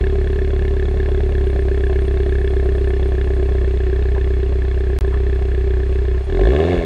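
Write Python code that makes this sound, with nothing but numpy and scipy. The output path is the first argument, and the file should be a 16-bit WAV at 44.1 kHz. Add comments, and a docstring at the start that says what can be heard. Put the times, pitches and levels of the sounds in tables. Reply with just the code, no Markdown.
"""On a cobbled street, just behind its twin tailpipes, a four-cylinder car idles, then revs briefly.
Each firing is a pressure pulse that excites the resonators of the exhaust: it booms in the silencer,
rings the pipe and leaves the tip as a sharp puff. Turbulent gas adds rasp and hiss, and thin whines
follow the shaft. The exhaust spits now and then, and the sound drops out once for an instant."""
import sys
import numpy as np
from scipy.fft import rfft, irfft, next_fast_len
from scipy.io import wavfile

SR = 44100
rng = np.random.default_rng(int(sys.argv[2]) if len(sys.argv) > 2 else 0)


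def store_pcm(level_fs):
    """Save levels as 16-bit WAV."""
    pcm = np.round(np.clip(level_fs, -1, 1) * 32767).astype(np.int16)
    wavfile.write(sys.argv[1], SR, np.atleast_2d(pcm).T)


N = 302085
TIME = np.arange(N) / SR
DROPOUT_S = (4.9885, 5.0098)
AUDIBLE = (TIME < DROPOUT_S[0]) | (TIME > DROPOUT_S[1])
THROTTLE_OPEN_S, THROTTLE_SHUT_S, ATTACK_S, RELEASE_S = 6.27, 6.745, 0.1, 0.17


def amp(db):
    """Amplitude ratio of a level in decibels."""
    return 10 ** (np.asarray(db) / 20)


def unit(x):
    """Normalisation to rms 1."""
    return x / np.sqrt(np.mean(x ** 2) + 1e-20)


def filtered(x, response):
    """Linear filtering: the spectrum of x times a frequency response."""
    m = next_fast_len(N + SR // 2)
    return irfft(rfft(x, m) * response(np.fft.rfftfreq(m, 1 / SR)), m)[:N]


def resonance(f, hz, width):
    """Frequency response of a damped oscillator."""
    return 1j * f * width / (hz * hz - f * f + 1j * f * width)


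def ring(x, modes, low_hz, high_hz):
    """Modal superposition: x drives modes that radiate between two band edges; rms 1."""
    body = filtered(x, lambda f: sum(amp(db) * resonance(f, hz, width) for hz, width, db in modes))
    band = lambda f: 1 / np.sqrt((1 + (low_hz / (f + 1)) ** 10) * (1 + (f / high_hz) ** 20))
    return unit(filtered(body, band))


def noise(spectrum):
    """White noise shaped by a spectral envelope; rms 1."""
    hz, db = np.transpose(spectrum)
    envelope = lambda f: amp(np.interp(np.log(f + 1), np.log(hz), db))
    return unit(filtered(rng.standard_normal(N), envelope))


def pulses(times, sizes):
    """An impulse train with the given times and sizes."""
    return np.bincount(np.clip(np.round(times * SR).astype(int), 0, N), sizes, N + 1)[:N]


def scatter(db, spread_db):
    """Cycle-to-cycle variation: gains that differ a little at each firing."""
    return amp(db + spread_db * rng.standard_normal(len(db)))


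# Each row: time in seconds, firing rate in Hz.
FIRING_RATE = [(0.0, 34.4), (1.33, 34.23), (1.57, 32.5), (2.24, 33.07), (2.68, 32.54), (3.46, 32.47),
               (3.69, 31.58), (4.04, 31.9), (5.5, 32.01), (5.7, 31.23), (5.9, 32.32), (6.14, 31.27),
               (6.25, 32.6), (6.42, 48.97), (6.6, 79.42), (6.71, 89.82), (6.85, 81.62)]

def engine_timing():
    """Phase is the integral of frequency: a cylinder fires at each whole cycle."""
    rate = np.interp(TIME, *np.transpose(FIRING_RATE))
    flow = np.clip((rate - 33) / 55, 0, 1)  # 0 at idle, 1 at the top of the rev
    cycle = np.cumsum(rate * AUDIBLE) / SR - .41
    firings = np.interp(np.arange(int(cycle[-1]) + 2), cycle, TIME, right=2 * TIME[-1])
    return rate, flow, cycle, firings


RATE_HZ, FLOW, CYCLE, FIRINGS_S = engine_timing()


def pressure_steps(times, sizes):
    """One impulse per firing, scaled so that mean power is independent of the rate; rms 1."""
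    return unit(pulses(times, sizes) / np.sqrt(RATE_HZ))


def bursts(sizes, rise, fall):
    """Turbulence swells and decays once per firing; rise and fall are in cycles."""
    nearest = np.floor(CYCLE + .5).astype(int)
    age = CYCLE - nearest
    fall = np.broadcast_to(fall, sizes.shape)[nearest]
    envelope = np.exp(-np.where(age < 0, (age / rise) ** 2, age / fall))
    return unit(sizes[nearest] * envelope * rng.standard_normal(N))


def load_gain(idle_db, hard_db, stumble_db, throttle_db):
    """Level follows load: a hard idle eases off, stumbles, then takes the throttle with a lag."""
    hard = np.interp(TIME, [3.1, 4.54], [1, 0])
    stumble = np.exp(-((TIME - 6.25) / 0.036) ** 2)
    opened = 1 - np.exp(-np.maximum(TIME - THROTTLE_OPEN_S, 0) / ATTACK_S)
    throttle = opened * np.exp(-np.maximum(TIME - THROTTLE_SHUT_S, 0) / RELEASE_S)
    return amp(idle_db + hard_db * hard + stumble_db * stumble + throttle_db * throttle)


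# Engine noise. Each row: frequency in Hz, relative spectral density in dB.
WASH_SPECTRUM = [(60, -28.5), (200, -15), (480, -6), (700, 8), (870, -3), (1080, 0.5), (1400, -5),
                 (1750, 0.5), (2000, -3), (2650, -3.5), (3050, -12.5), (3400, -4.5), (3800, -21.5),
                 (4160, -11), (4700, -30.5), (7000, -62)]

def engine_wash():
    """Stationary broadband noise from the engine under the car."""
    return amp(-44) * noise(WASH_SPECTRUM)


def whine(multiple, db, flutter_hz):
    """Amplitude modulation: low-pass noise flutters a tone locked to the shaft."""
    flutter = filtered(rng.standard_normal(N), lambda f: 1 / (1 + (f / flutter_hz) ** 2))
    tone = np.sin(2 * np.pi * multiple * np.cumsum(RATE_HZ) / SR)
    return amp(db) * unit(flutter * tone)


# Each row: multiple of the firing rate, level before filtering in dB, flutter bandwidth in Hz.
SHAFT_ORDERS = [(269.2, -62.5, 88), (161, -71, 60)]

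def shaft_whines(cutoff_hz=6700):
    """Two orders track the shaft: the upper swells through a resonance, the lower is low-passed."""
    upper, lower = [whine(*row) for row in SHAFT_ORDERS]
    upper = filtered(upper, lambda f: resonance(f, hz=8930, width=290))
    lower = filtered(lower, lambda f: 1 / (1 + (f / cutoff_hz) ** 10))
    return upper + lower


# Each row: peak time in seconds, level in dB, pitch in Hz, bandwidth in Hz, half-length in seconds.
SPLUTTERS = [(4.169, -29.5, 560, 263, 0.01), (4.172, -38, 840, 413, 0.017), (5.14, -36.5, 1150, 404, 0.019),
             (6.413, -26.5, 2010, 700, 0.0023), (6.59, -20, 600, 494, 0.002)]

def exhaust_spits():
    """Band-limited noise under brief Gaussian envelopes is heard as soft splutters."""
    out = np.zeros(N)
    for peak_s, db, hz, width, half_s in SPLUTTERS:
        splutter = unit(filtered(rng.standard_normal(N), lambda f: resonance(f, hz, width) ** 2))
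        out += amp(db) * splutter * np.exp(-((TIME - peak_s) / half_s) ** 2)
    return out


# Escaping gas. Each row: frequency in Hz, relative spectral density in dB.
HISS_SPECTRUM = [(3000, -19), (4200, 2), (4600, -4), (5100, -5), (5500, -9), (6100, -9), (6600, -6.5),
                 (7300, -11), (8700, -11), (9800, -20), (11100, -26), (12400, -23.5), (15500, -29.5)]

def gas_hiss():
    """Flow noise, modulated at the firing rate more deeply as the flow rises."""
    return noise(HISS_SPECTRUM) * (1 + .5 * FLOW * np.cos(np.pi * CYCLE) ** 2)


# Modes of the tailpipe mouth, and higher modes of the tips.
# Each row: frequency in Hz, bandwidth in Hz, relative level in dB.
MOUTH_MODES = [(1667, 89, -7.5), (1750, 73, -1)]
TIP_MODES = [(2190, 200, 0), (2640, 130, -4.5), (2840, 110, -6), (3360, 170, -3), (3620, 220, -11),
             (4160, 160, -14)]

def tailpipe_puffs(puff_db):
    """Impulse and turbulence excite the outlet: a soft chirp at idle, bright and ragged at speed."""
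    gust = scatter(puff_db, spread_db=1.65)
    jitter_s = .0003 * rng.standard_normal(len(gust))
    snap = pressure_steps(FIRINGS_S - .0008 + jitter_s, gust)
    puff = lambda: bursts(gust, rise=.055, fall=.065) + .8 * FLOW * rng.standard_normal(N)
    chirp = ring(puff() + .9 * snap, MOUTH_MODES, low_hz=1450, high_hz=1816)
    spray = ring(puff() + .2 * snap, TIP_MODES, low_hz=1880, high_hz=3780)
    return (1 - 0.26 * FLOW) * chirp + (.5 + .25 * FLOW) * spray


# Each row: frequency in Hz, bandwidth in Hz, relative level in dB.
CHAMBER_MODES = [(575.4, 45, 4), (641.6, 45, 3), (703, 32, -2.5), (940, 33, -31), (1052, 60, -8),
                 (1386, 250, -10)]

def chamber_rasp(opening_s, rasp_db, rush):
    """Cavity resonance: gas bursts excite the short chambers and merge into a jet at speed."""
    bark = scatter(rasp_db, spread_db=2.0)
    jet = .55 * np.sqrt(FLOW) * rng.standard_normal(N)
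    drive = jet + pressure_steps(opening_s, bark) + .8 * bursts(bark, rise=.13, fall=.75 * rush)
    return ring(drive, CHAMBER_MODES, low_hz=446, high_hz=1210)


# Each row: frequency in Hz, bandwidth in Hz, relative level in dB.
GROWL_MODES = [(121, 88, 2.5), (258, 69, -4), (465, 45, 2)]

def throttle_growl(opening_s, push):
    """Forced response: under throttle, low harmonics of the firing rate drive broad resonances."""
    return .5 * np.sqrt(FLOW) * ring(pressure_steps(opening_s, push), GROWL_MODES, low_hz=93, high_hz=540)


# Each row: frequency in Hz, bandwidth in Hz, relative level in dB.
PIPE_MODES = [(186.3, 10.7, 2), (296.7, 26, -0.5), (378.8, 20.5, 11), (393.1, 15, 7.5), (484.3, 5.6, -8.5)]

def pipe_ring(opening_s, push, rush, turbulent, early):
    """Standing waves in the long pipe; one cylinder drives them out of step, so the idle lopes."""
    idling = np.interp(FIRINGS_S, TIME, FLOW) < .1
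    steps = pressure_steps(opening_s - idling * early / RATE_HZ[0], push)
    ragged = np.interp(RATE_HZ, [35, 48], [1, .75])  # combustion firms up under load
    turbulence = .36 * ragged * bursts(push * turbulent, rise=.2, fall=rush)
    return (1 - 0.094 * FLOW) * ring(steps + turbulence, PIPE_MODES, low_hz=141, high_hz=464)


def silencer_boom(overrun_s=6.77, overrun_db=2.5):
    """Two resonators in series round each pulse into a deep swing, greatest near their own pitch."""
    # the charges collapse when the throttle shuts, and one heavy push follows
    charges = scatter(np.where(FIRINGS_S > THROTTLE_SHUT_S, -14, 0), spread_db=0.66)
    drive = pulses(np.append(FIRINGS_S - .003, overrun_s), np.append(charges, amp(overrun_db)))
    return unit(filtered(drive, lambda f: resonance(f, hz=50.8, width=26.7) ** 2))


# The cylinders in firing order. Each row: relative pipe, rasp and puff levels in dB, decay of the
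# gas rush in cycles, relative turbulence, early opening in cycles.
FIRING_ORDER = [(1.5, -1, -1.5, 0.46, 0.4, 0.014), (1.5, 1, 0, 0.26, 0.58, 0.2522),
                (5.5, -2.5, -0.5, 0.13, 0.15, 0.0038), (2.5, -3.5, 0, 0.06, 0.075, 0.0079)]

def exhaust():
    """Source and filter: each firing sends a pressure step and a rush of gas into the resonators."""
    cylinder = np.arange(len(FIRINGS_S)) % len(FIRING_ORDER)
    pipe_db, rasp_db, puff_db, rush, turbulent, early = np.array(FIRING_ORDER)[cylinder].T
    boom = silencer_boom()
    # the valve opens just before the gas peaks
    opening_s = FIRINGS_S - .0028 + .00006 * rng.standard_normal(len(FIRINGS_S))
    push = scatter(pipe_db, spread_db=.45)
    pipe = pipe_ring(opening_s, push, rush, turbulent, early) - throttle_growl(opening_s, push)
    rasp = chamber_rasp(opening_s, rasp_db, rush)
    puffs = tailpipe_puffs(puff_db)
    return (boom * load_gain(-15.5, hard_db=0.44, stumble_db=-6.5, throttle_db=-4.5)
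            + pipe * load_gain(-26.5, hard_db=2.5, stumble_db=-12, throttle_db=10.5)
            + rasp * load_gain(-43, hard_db=3, stumble_db=-5.5, throttle_db=17)
            + puffs * load_gain(-44.5, hard_db=2.5, stumble_db=-15, throttle_db=9)
            + gas_hiss() * load_gain(-57.5, hard_db=1.1, stumble_db=0, throttle_db=5.5))


def scene():
    """Superposition of the tailpipes close by and the fainter engine, in one channel."""
    return (exhaust() + shaft_whines() + engine_wash() + exhaust_spits())[None]


def record(dry, click_hz=900, top_hz=15700):
    """Gating and band limiting: the sound cuts out for an instant, with a click at each edge."""
    edges = pulses(np.array(DROPOUT_S), amp(2) * np.array([1, -1]))
    clicks = filtered(edges, lambda f: 1 / (1 + 1j * f / click_hz))
    return filtered(dry[0] * AUDIBLE + clicks, lambda f: f < top_hz)[None]


dry = scene()
out = record(dry)
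store_pcm(out)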